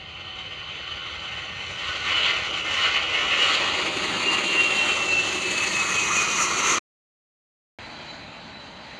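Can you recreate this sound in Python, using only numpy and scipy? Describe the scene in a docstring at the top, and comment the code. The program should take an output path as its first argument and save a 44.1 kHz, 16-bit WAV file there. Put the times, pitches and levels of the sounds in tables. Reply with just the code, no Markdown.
"""An airfield, with one microphone some 190 m from the flight path of a four-engine cargo jet at full thrust.
The fans whine and buzz ahead of the jet: blade tones and shaft orders under a Doppler fall, over coloured noise.
Exhaust roar, low rumble and turbine hiss follow, each a noise coloured by a changing blend of spectra.
The sound is cut off; after a second of silence the jet is heard far away, climbing, as fading roar and fan tones."""
import sys
import numpy as np
from scipy import signal
from scipy.io import wavfile
from scipy.ndimage import uniform_filter1d

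SR = 44100
rng = np.random.default_rng(int(sys.argv[2]) if len(sys.argv) > 2 else 0)


def unload_wav(signal):
    """Save mono or channel-first audio to the path in sys.argv[1] as 16-bit WAV at rate SR, clipped to [-1, 1]."""
    wavfile.write(
        sys.argv[1],
        SR,
        np.round(np.clip(np.atleast_2d(signal).T, -1, 1) * 32767).astype(np.int16),
    )


N = 396619  # length in samples

# Slow level of the fan rush and buzz at the microphone. Each row: time in seconds, level in dB.
FAN_LEVEL = [(0, -41.5), (0.9, -36), (1.7, -34.5), (2.1, -29), (3.4, -23.5), (4.0, -27), (4.5, -26),
             (5.4, -28.5), (6.2, -26), (6.78, -26)]
# Fan spectra, first, middle and last of the blend; only their shape counts.
# Each row: frequency in Hz, relative level in dB per Hz.
FAN_SPECTRUM_FIRST = [(950, -16), (1100, -5.5), (1350, -4), (1550, -6.5), (1680, -18.5), (1830, -5.5),
                      (2100, -2.5), (2350, -7), (2650, -2.5), (3050, -2.5), (3500, -9.5), (4200, -8.5),
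                      (4650, -14.5), (5100, -25.5)]
FAN_SPECTRUM_MIDDLE = [(950, -8), (1100, -3), (1350, -4), (1550, -6), (1680, -10.5), (1830, -4), (2100, -3),
                       (2350, -3.5), (2650, -1), (3050, -3.5), (3500, -5), (4200, -4), (4650, -6),
                       (5100, -22.5)]
FAN_SPECTRUM_LAST = [(950, -6.5), (1100, 1), (1350, 3), (1550, -13), (1680, -11), (1830, -6), (2100, -1),
                     (2350, -6.5), (2650, -2.5), (3050, -7.5), (3500, -14), (4200, -8.5), (4650, -13),
                     (5100, -20.5)]


def fan_rush(buzz, level_shift_db):
    """Broadband rush of air through the fans, with the buzz-saw lines in it."""
    inlet_noise = rng.standard_normal(N)
    spectra = [FAN_SPECTRUM_FIRST, FAN_SPECTRUM_MIDDLE, FAN_SPECTRUM_LAST]
    return amp(curve(FAN_LEVEL) + level_shift_db) * radiate(inlet_noise + buzz, spectra, patchy_db=1.56)


# Strength of the buzz-saw lines against the white rush, before colouring.
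# Each row: time in seconds, level in dB.
BUZZ_STRENGTH = [(0, -9.5), (2, -10.5), (3.4, -7.5), (3.9, -14), (4.6, -8.5), (5.2, -16), (5.8, -16.5),
                 (6.78, -21)]
# Strength of each multiple of the shaft speed, from the 5th up. Each entry: relative level in dB.
SHAFT_ORDER_LEVELS = [-4, -1, -1, -8.5, 3, -1.5, -12.5, -2, -1, 0, -4, -2.5, 0, -2, -10.5, -13.5, -11.5, 2,
                      -1.5, -2, 3, -1.5, 3, -0.5, -1.5, 3, 0, 3.5, 1.5, -2, 1.5, -11, 4, -1.5, -2, -0.5,
                      -8.5, -2.5, -3.5, -6.5]


def buzz_saw(detune=.0022, drift=.0016, count=3):
    """Uneven blade shocks repeat once a turn: stacks of shaft orders, a little apart from engine to engine."""
    orders = 5 + np.arange(len(SHAFT_ORDER_LEVELS))
    turn = np.linspace(0, 1, 2049)
    shaft_hz = blade_pitch() / BLADES
    stacks = np.zeros(N)
    for offset in np.linspace(-1, 1, count):
        phases = rng.random((len(orders), 1))
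        shocks = amp(SHAFT_ORDER_LEVELS) @ np.cos(2 * np.pi * (orders[:, None] * turn + phases))
        speed_hz = shaft_hz * (1 + detune * offset + drift * wander(10.5).real)
        position = np.cumsum(speed_hz) / SR % 1
        stacks += np.interp(position, turn, shocks) * amp(2.5 * wander(7).real)
    return amp(curve(BUZZ_STRENGTH)) * evened(stacks)


# Slow level of the nearest blade tone, before its flares. Each row: time in seconds, level in dB.
WHINE_LEVEL = [(0, -51), (0.4, -44.5), (1.8, -45), (2.3, -39.5), (3.4, -34), (4.1, -41), (4.5, -28),
               (5.0, -29), (5.35, -35.5), (6.1, -32.5), (6.78, -45)]
# Tones that each beam at the microphone for a while. Each row: multiple of the shaft speed, width in Hz,
# scatter from 0 to 1, centre in seconds, length in seconds, peak level in dB.
BEAMING_TONES = [(4.98, 26, .5, 5.4, .5, -39.5), (9, 13, .4, .2, .9, -56), (16.1, 18, .5, 3.55, .5, -41),
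                 (17.1, 30, .6, 2.25, .35, -40.5), (17.9, 50, .6, 1.98, 0.27, -38.5),
                 (25, 24, 0.3, 1.45, .8, -46.5), (41, 70, .6, 3.55, 0.56, -42.5),
                 (41.3, 60, .35, 4.75, 0.64, -33.5), (41.5, 60, .35, 5.47, .5, -40),
                 (72.4, 190, 0.98, 2.2, 3.6, -57)]
# Blade tone of the three farther engines: level at first, and gain by the closest point
OTHERS_DB, OTHERS_RISE_DB = -51.5, 9.5


def whistles():
    """The blade tone and beams at multiples of the shaft speed, all sinking together as the jet goes by."""
    t, blade_hz = np.arange(N) / SR, blade_pitch()
    # turbulence smears the blade tone most at 3.3 s and least at 4.5 s
    smear = curve([(0, 0.3), (3.3, 0.5), (4.5, 0.15), (6.78, .25)])
    halo_db = curve([(0, -2), (3.4, -3), (4.5, -14), (6.78, -8)])
    halo = amp(halo_db) * tone(blade_hz, 190)
    nearest = amp(curve(WHINE_LEVEL) + flares()) * (tone(blade_hz, 36, smear) + halo)
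    # the other engines carry the tone through the fades of the nearest
    others = amp(OTHERS_DB + OTHERS_RISE_DB * t / CLOSEST_S) * tone(blade_hz, 44, scatter=0.82)
    beams = np.zeros(N)
    for multiple, width_hz, scatter, at_s, length_s, db in BEAMING_TONES:
        beam = tone(multiple * blade_hz / BLADES, width_hz, scatter)
        beams += amp(db) * bump(at_s, length_s) * beam
    return nearest + others + beams


# Moments when the blade tone flares. Each row: centre in seconds, length in seconds, lift in dB.
TONE_FLARES = [(.64, 0.08, 7), (0.946, 0.084, 6.5), (2.17, 0.1, 15), (2.31, 0.1, 11), (2.848, .08, 12.5),
               (3.23, 0.042, 6), (3.435, .11, 12.5), (4.28, .09, 10), (4.59, 0.16, 6.5), (4.808, 0.065, 8),
               (5.166, 0.17, 10), (5.444, .08, 6), (5.597, .1, 9), (5.796, .09, 6.5), (5.99, 0.075, 10),
               (6.217, .12, 9), (7.98, .08, 6), (8.107, .06, 8.5), (8.588, .12, 5), (8.97, 0.071, 4)]


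def flares():
    """Decibels that the flares add to the blade tone, near and far."""
    return sum(db * bump(at_s, length_s) for at_s, length_s, db in TONE_FLARES)


BLADES = 36
BLADE_HZ, MACH = 2500.6, .1941  # unshifted blade tone; speed over that of sound
CLOSEST_S, PASS_S = 6.159, 2.849  # time of closest approach; closest distance over speed


def blade_pitch():
    """The blade-passing tone in Hz under the Doppler shift of a straight fly-by."""
    since = np.arange(N) / SR - CLOSEST_S
    return BLADE_HZ / (1 + MACH * since / np.hypot(since, PASS_S))


# Slow level of the exhaust roar at the microphone. Each row: time in seconds, level in dB.
ROAR_LEVEL = [(0.0, -51.5), (1.89, -45), (2.21, -39.5), (2.66, -40.5), (3.76, -33.5), (4.98, -34.5),
              (5.78, -38), (6.44, -37), (6.7, -35), (6.78, -33.5)]
# Roar spectra, first, middle and last of the blend. Each row: frequency in Hz, relative level in dB per Hz.
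ROAR_SPECTRUM_FIRST = [(200, -9), (250, -10.5), (320, -4), (380, -6), (440, -4), (570, -2), (650, -2),
                       (710, -10.5), (790, 1), (900, -8.5), (950, -6.5)]
ROAR_SPECTRUM_MIDDLE = [(200, -4), (255, -4.5), (310, 2.5), (385, 5.5), (430, -6.5), (600, 1), (710, -11),
                        (800, -0.5), (885, -8.5), (950, -5.5)]
ROAR_SPECTRUM_LAST = [(200, -3.5), (255, -4.5), (360, 2.5), (450, -1.5), (610, -3), (720, -4.5),
                      (810, -3.5), (870, -2), (950, -3.5)]


def exhaust_roar(buzz, level_shift_db):
    """Jet-mixing noise between the rumble and the fan, with some of the buzz in it."""
    jet_noise = rng.standard_normal(N)
    spectra = [ROAR_SPECTRUM_FIRST, ROAR_SPECTRUM_MIDDLE, ROAR_SPECTRUM_LAST]
    return amp(curve(ROAR_LEVEL) + level_shift_db) * radiate(jet_noise + .6 * buzz, spectra, patchy_db=1.0)


# Slow level of the turbine hiss at the microphone. 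Each row: time in seconds, level in dB.
HISS_LEVEL = [(0, -66.5), (1.5, -55.5), (2.1, -47), (4.1, -40.5), (5.5, -36), (6.15, -30), (6.78, -32.5)]
# Hiss spectra, first, middle and last of the blend. Each row: frequency in Hz, relative level in dB per Hz.
HISS_SPECTRUM_FIRST = [(5100, -1), (5650, -2), (6050, 3), (6600, -2), (7150, -0.5), (7900, -15),
                       (9100, -17), (10300, -31.5), (11300, -29.5), (12200, -36.5), (15000, -47)]
HISS_SPECTRUM_MIDDLE = [(5100, -12), (5700, -10.5), (6100, -2), (6500, 0.5), (7000, 3), (7750, -9),
                        (9100, -11), (10400, -23), (10900, -21), (11600, -24), (12100, -35), (15000, -44)]
HISS_SPECTRUM_LAST = [(5100, -21.5), (5650, -5), (6100, 2.5), (7050, -1.5), (7900, -14.5), (9150, -18),
                      (10400, -29.5), (10900, -25.5), (12000, -32.5), (12700, -33), (13400, -43),
                      (15000, -46.5)]


def turbine_hiss(level_shift_db):
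    """Turbine noise, the treble above the fan."""
    turbine_noise = rng.standard_normal(N)
    spectra = [HISS_SPECTRUM_FIRST, HISS_SPECTRUM_MIDDLE, HISS_SPECTRUM_LAST]
    return amp(curve(HISS_LEVEL) + level_shift_db) * radiate(turbine_noise, spectra, patchy_db=1.0)


# Slow level of the low rumble at the microphone. Each row: time in seconds, level in dB.
RUMBLE_LEVEL = [(0.0, -49), (0.7, -49.5), (1.81, -46), (3.47, -48.5), (4.1, -43.5), (4.65, -47),
                (6.14, -42.5), (6.78, -47.5)]
# Rumble spectra, first of the blend, then middle and last alike.
# Each row: frequency in Hz, relative level in dB per Hz.
RUMBLE_SPECTRUM_FIRST = [(25, -27), (38, -22.5), (50, -10), (72, 6.5), (100, -1), (150, -6), (200, -7.5)]
RUMBLE_SPECTRUM_LATER = [(25, -24), (38, -19.5), (50, -16.5), (72, -1.5), (100, -1), (150, -2), (200, 4.5)]


def wake_rumble():
    """The lowest noise, from the wake; the gusts leave it alone."""
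    wake_noise = rng.standard_normal(N)
    spectra = [RUMBLE_SPECTRUM_FIRST, RUMBLE_SPECTRUM_LATER, RUMBLE_SPECTRUM_LATER]
    return amp(curve(RUMBLE_LEVEL)) * radiate(wake_noise, spectra, patchy_db=1.1)


# Gusts that carry the sound to the microphone, or away. Each row: centre in seconds, length in seconds,
# change of the fan rush in dB, change of the hiss in dB.
GUST_SWELLS = [(1.743, .08, -2.5, 0), (1.842, 0.071, 4, 1), (1.962, 0.045, 3, 2), (2.127, 0.15, 5, 2.5),
               (2.27, 0.14, 7, 2.5), (2.524, 0.057, -3.5, -4), (2.63, 0.065, -6.5, -4),
               (2.779, 0.11, 1.5, 4), (2.86, .07, 4.5, 2.5), (2.975, 0.067, 4.5, 2), (3.05, .11, -3, -4.5),
               (3.28, .05, -3.5, -1.5), (3.33, .05, 3, 1.5), (3.44, 0.12, 2, 6.5), (3.545, .08, 3.5, 4),
               (3.94, .09, -3, -2), (4.9, .06, 3, 0), (5.07, .18, -2, 0), (6.2, .1, 1.5, 2),
               (6.425, 0.072, 1.5, 7), (6.694, .13, 4, 7.5), (8.07, .12, 2, 0), (8.93, 0.22, 4, 0)]


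def swells():
    """Decibels that the gusts add to the fan rush and to the hiss."""
    return sum(np.outer([fan_db, hiss_db], bump(at_s, length_s))
               for at_s, length_s, fan_db, hiss_db in GUST_SWELLS)


ROAR_SWAY = .2  # share of the fan's swells that the exhaust roar follows


def passing():
    """The close pass: fan, tones, roar and hiss shaken by the same gusts, over the rumble."""
    gust = evened(wander(24).real)
    fan_swell, hiss_swell = swells()
    buzz = buzz_saw()
    fan = fan_rush(buzz, fan_swell + .8 * gust)
    tones = amp(0.94 * gust) * whistles()
    roar = exhaust_roar(buzz, ROAR_SWAY * fan_swell + 0.77 * gust)
    hiss = turbine_hiss(hiss_swell + 1.3 * gust)
    return fan + tones + roar + hiss + wake_rumble()


# Spectra of the far-off roar and fan rush. Each row: frequency in Hz, relative level in dB per Hz.
FAR_ROAR_SPECTRUM = [(25, -22), (45, -7), (75, -1), (130, -0.5), (205, 1.5), (320, -3.5), (470, -7.5),
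                     (630, -0.5), (740, -4), (830, 0.5), (1150, -6.5), (1500, -5.5)]
FAR_RUSH_SPECTRUM = [(1500, -2.5), (2550, 1), (2850, -3), (3150, -1.5), (3450, -7), (4200, -1.5),
                     (4600, -5.5), (5000, -15), (5650, -24), (6100, -16.5), (7100, -18), (7800, -28),
                     (9100, -33), (10300, -44), (15000, -55)]
# Fluttering, blurred tones of the far-off jet, without a slow change of level.
# Each row: frequency in Hz, width in Hz, level in dB.
FAR_BLURRED_TONES = [(2010, 18, -63), (3090, 40, -63), (6000, 60, -77)]
CUT_S, RESUME_S = 6.786, 7.787  # end of the close pass; start of the distant climb
FAR_ROAR_DB, FAR_RUSH_DB, FAR_WHINE_DB = -42.2, -42.5, -54  # roar and rush as the sound resumes; whine
ROAR_FADE_DB_PER_S, RUSH_FADE_DB_PER_S = 2.2, 4.5


def climbing():
    """Far off, the air has taken the treble; the roar fades steadily and the whine comes and goes."""
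    jet_noise, inlet_noise = rng.standard_normal((2, N))
    since = np.maximum(np.arange(N) / SR - RESUME_S, 0)
    fan_swell = swells()[0]
    roar_db = FAR_ROAR_DB - ROAR_FADE_DB_PER_S * since + ROAR_SWAY * fan_swell
    roar = amp(roar_db) * radiate(jet_noise, [FAR_ROAR_SPECTRUM], patchy_db=-0.1)
    rush_db = FAR_RUSH_DB - RUSH_FADE_DB_PER_S * since + fan_swell + .6 * wander(20).real
    rush = amp(rush_db) * radiate(inlet_noise, [FAR_RUSH_SPECTRUM], patchy_db=1.5)
    whine_hz = curve([(7.8, 4006), (8.5, 3975), (9, 3960)])
    whine = amp(FAR_WHINE_DB + flares()) * tone(whine_hz, 110, scatter=0.65)
    blurred = sum(amp(db) * tone(hz, width_hz) for hz, width_hz, db in FAR_BLURRED_TONES)
    return roar + rush + whine + blurred


# Which spectrum colours the sound. Each row: time in seconds,
# place in the blend (0 the first spectrum, 1 the middle, 2 and over the last).
SPECTRUM_BLEND = [(0, 0.28), (3.2, 0), (4.3, 1.22), (5.2, 0.42), (6.15, 2.1), (6.78, 2.5)]


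def radiate(source, spectra, patchy_db):
    """Colours a white source by the blend; eddies on the path lift and sink patches of the spectrum."""
    hz, t, z = signal.stft(source, SR, nperseg=2048, noverlap=1536)
    last = len(spectra) - 1
    place = np.clip(np.interp(t, *np.transpose(SPECTRUM_BLEND)) / 2 * last, 0, last)
    db = 0
    for k, spectrum in enumerate(spectra):
        nearness = np.maximum(1 - abs(place - k), 0)
        db = db + band(spectrum, hz)[:, None] * nearness
    patches = uniform_filter1d(rng.standard_normal(z.shape), size=20, axis=0)  # across frequency
    patches = uniform_filter1d(patches, size=7, axis=1)  # across time
    gain = amp(db + patchy_db * evened(patches))
    sound = signal.istft(z * gain, SR, nperseg=2048, noverlap=1536)[1][:N]
    # the running level is held at rms 1, so the spectra do not change the loudness
    return sound / np.sqrt(uniform_filter1d(sound ** 2, size=9000) + 1e-20)


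def band(points, hz, skirt_db=70):
    """A spectrum in dB that falls by skirt_db an octave beyond its ends."""
    f, db = np.transpose(points)
    octave, known = np.log2(hz + 1), np.log2(f)
    beyond = abs(octave - np.clip(octave, known[0], known[-1]))
    return np.interp(octave, known, db) - skirt_db * beyond


def tone(hz, width_hz, scatter=1):
    """A line of rms 1; turbulence scatters a share of it into a narrow hump."""
    share = np.clip(scatter, 0, 1)
    fading = np.sqrt(1 - share) + np.sqrt(share) * wander(width_hz / 2)
    carrier = np.exp(2j * np.pi * np.cumsum(hz * np.ones(N)) / SR)
    return evened((fading * carrier).real)


def wander(rate_hz):
    """Smooth complex chance of rms 1 with motion up to about rate_hz."""
    size = N // 64 + 2  # drawn at a 64th of the sample rate
    hz = np.fft.fftfreq(size, 64 / SR)
    a, b = rng.standard_normal((2, size))
    slow = np.fft.ifft((a + 1j * b) / np.sqrt(1 + (hz / rate_hz) ** 4))
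    return evened(np.interp(np.arange(N), np.linspace(0, N, size), slow))


def bump(at_s, length_s):
    """A smooth rise and fall of height 1."""
    return np.exp(-np.minimum((2 * (np.arange(N) / SR - at_s) / length_s) ** 2, 50))


def curve(rows):
    """Rows (s, value) joined by straight lines, one value a sample."""
    return np.interp(np.arange(N) / SR, *np.transpose(rows))


def amp(db):
    """Decibels to gain."""
    return 10 ** (np.asarray(db) / 20)


def evened(x):
    """Scales to rms 1."""
    return x / np.sqrt(np.mean(abs(x) ** 2) + 1e-20)


def scene():
    """The close pass, a hard cut to silence, then the distant climb."""
    t = np.arange(N) / SR
    remnant = (t >= CUT_S) & (t < CUT_S + .008)  # a faint 8 ms just after the cut
    near_gate = (t < CUT_S) + amp(-17.5) * remnant
    far_gate = t >= RESUME_S
    return (passing() * near_gate + climbing() * far_gate)[None]


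EDGE_HZ = 15050  # upper limit of the band


def record(dry, knee=.21, headroom=.26):
    """At the microphone the highest peaks are rounded off; then the treble ends at the band limit."""
    over = np.maximum(abs(dry) - knee, 0)
    rounded = dry - np.sign(dry) * (over - headroom * np.tanh(over / headroom))
    lowpass = signal.firwin(511, EDGE_HZ, window=("kaiser", 9), fs=SR)
    return signal.oaconvolve(rounded, lowpass[None], "same")


dry = scene()
out = record(dry)
unload_wav(out)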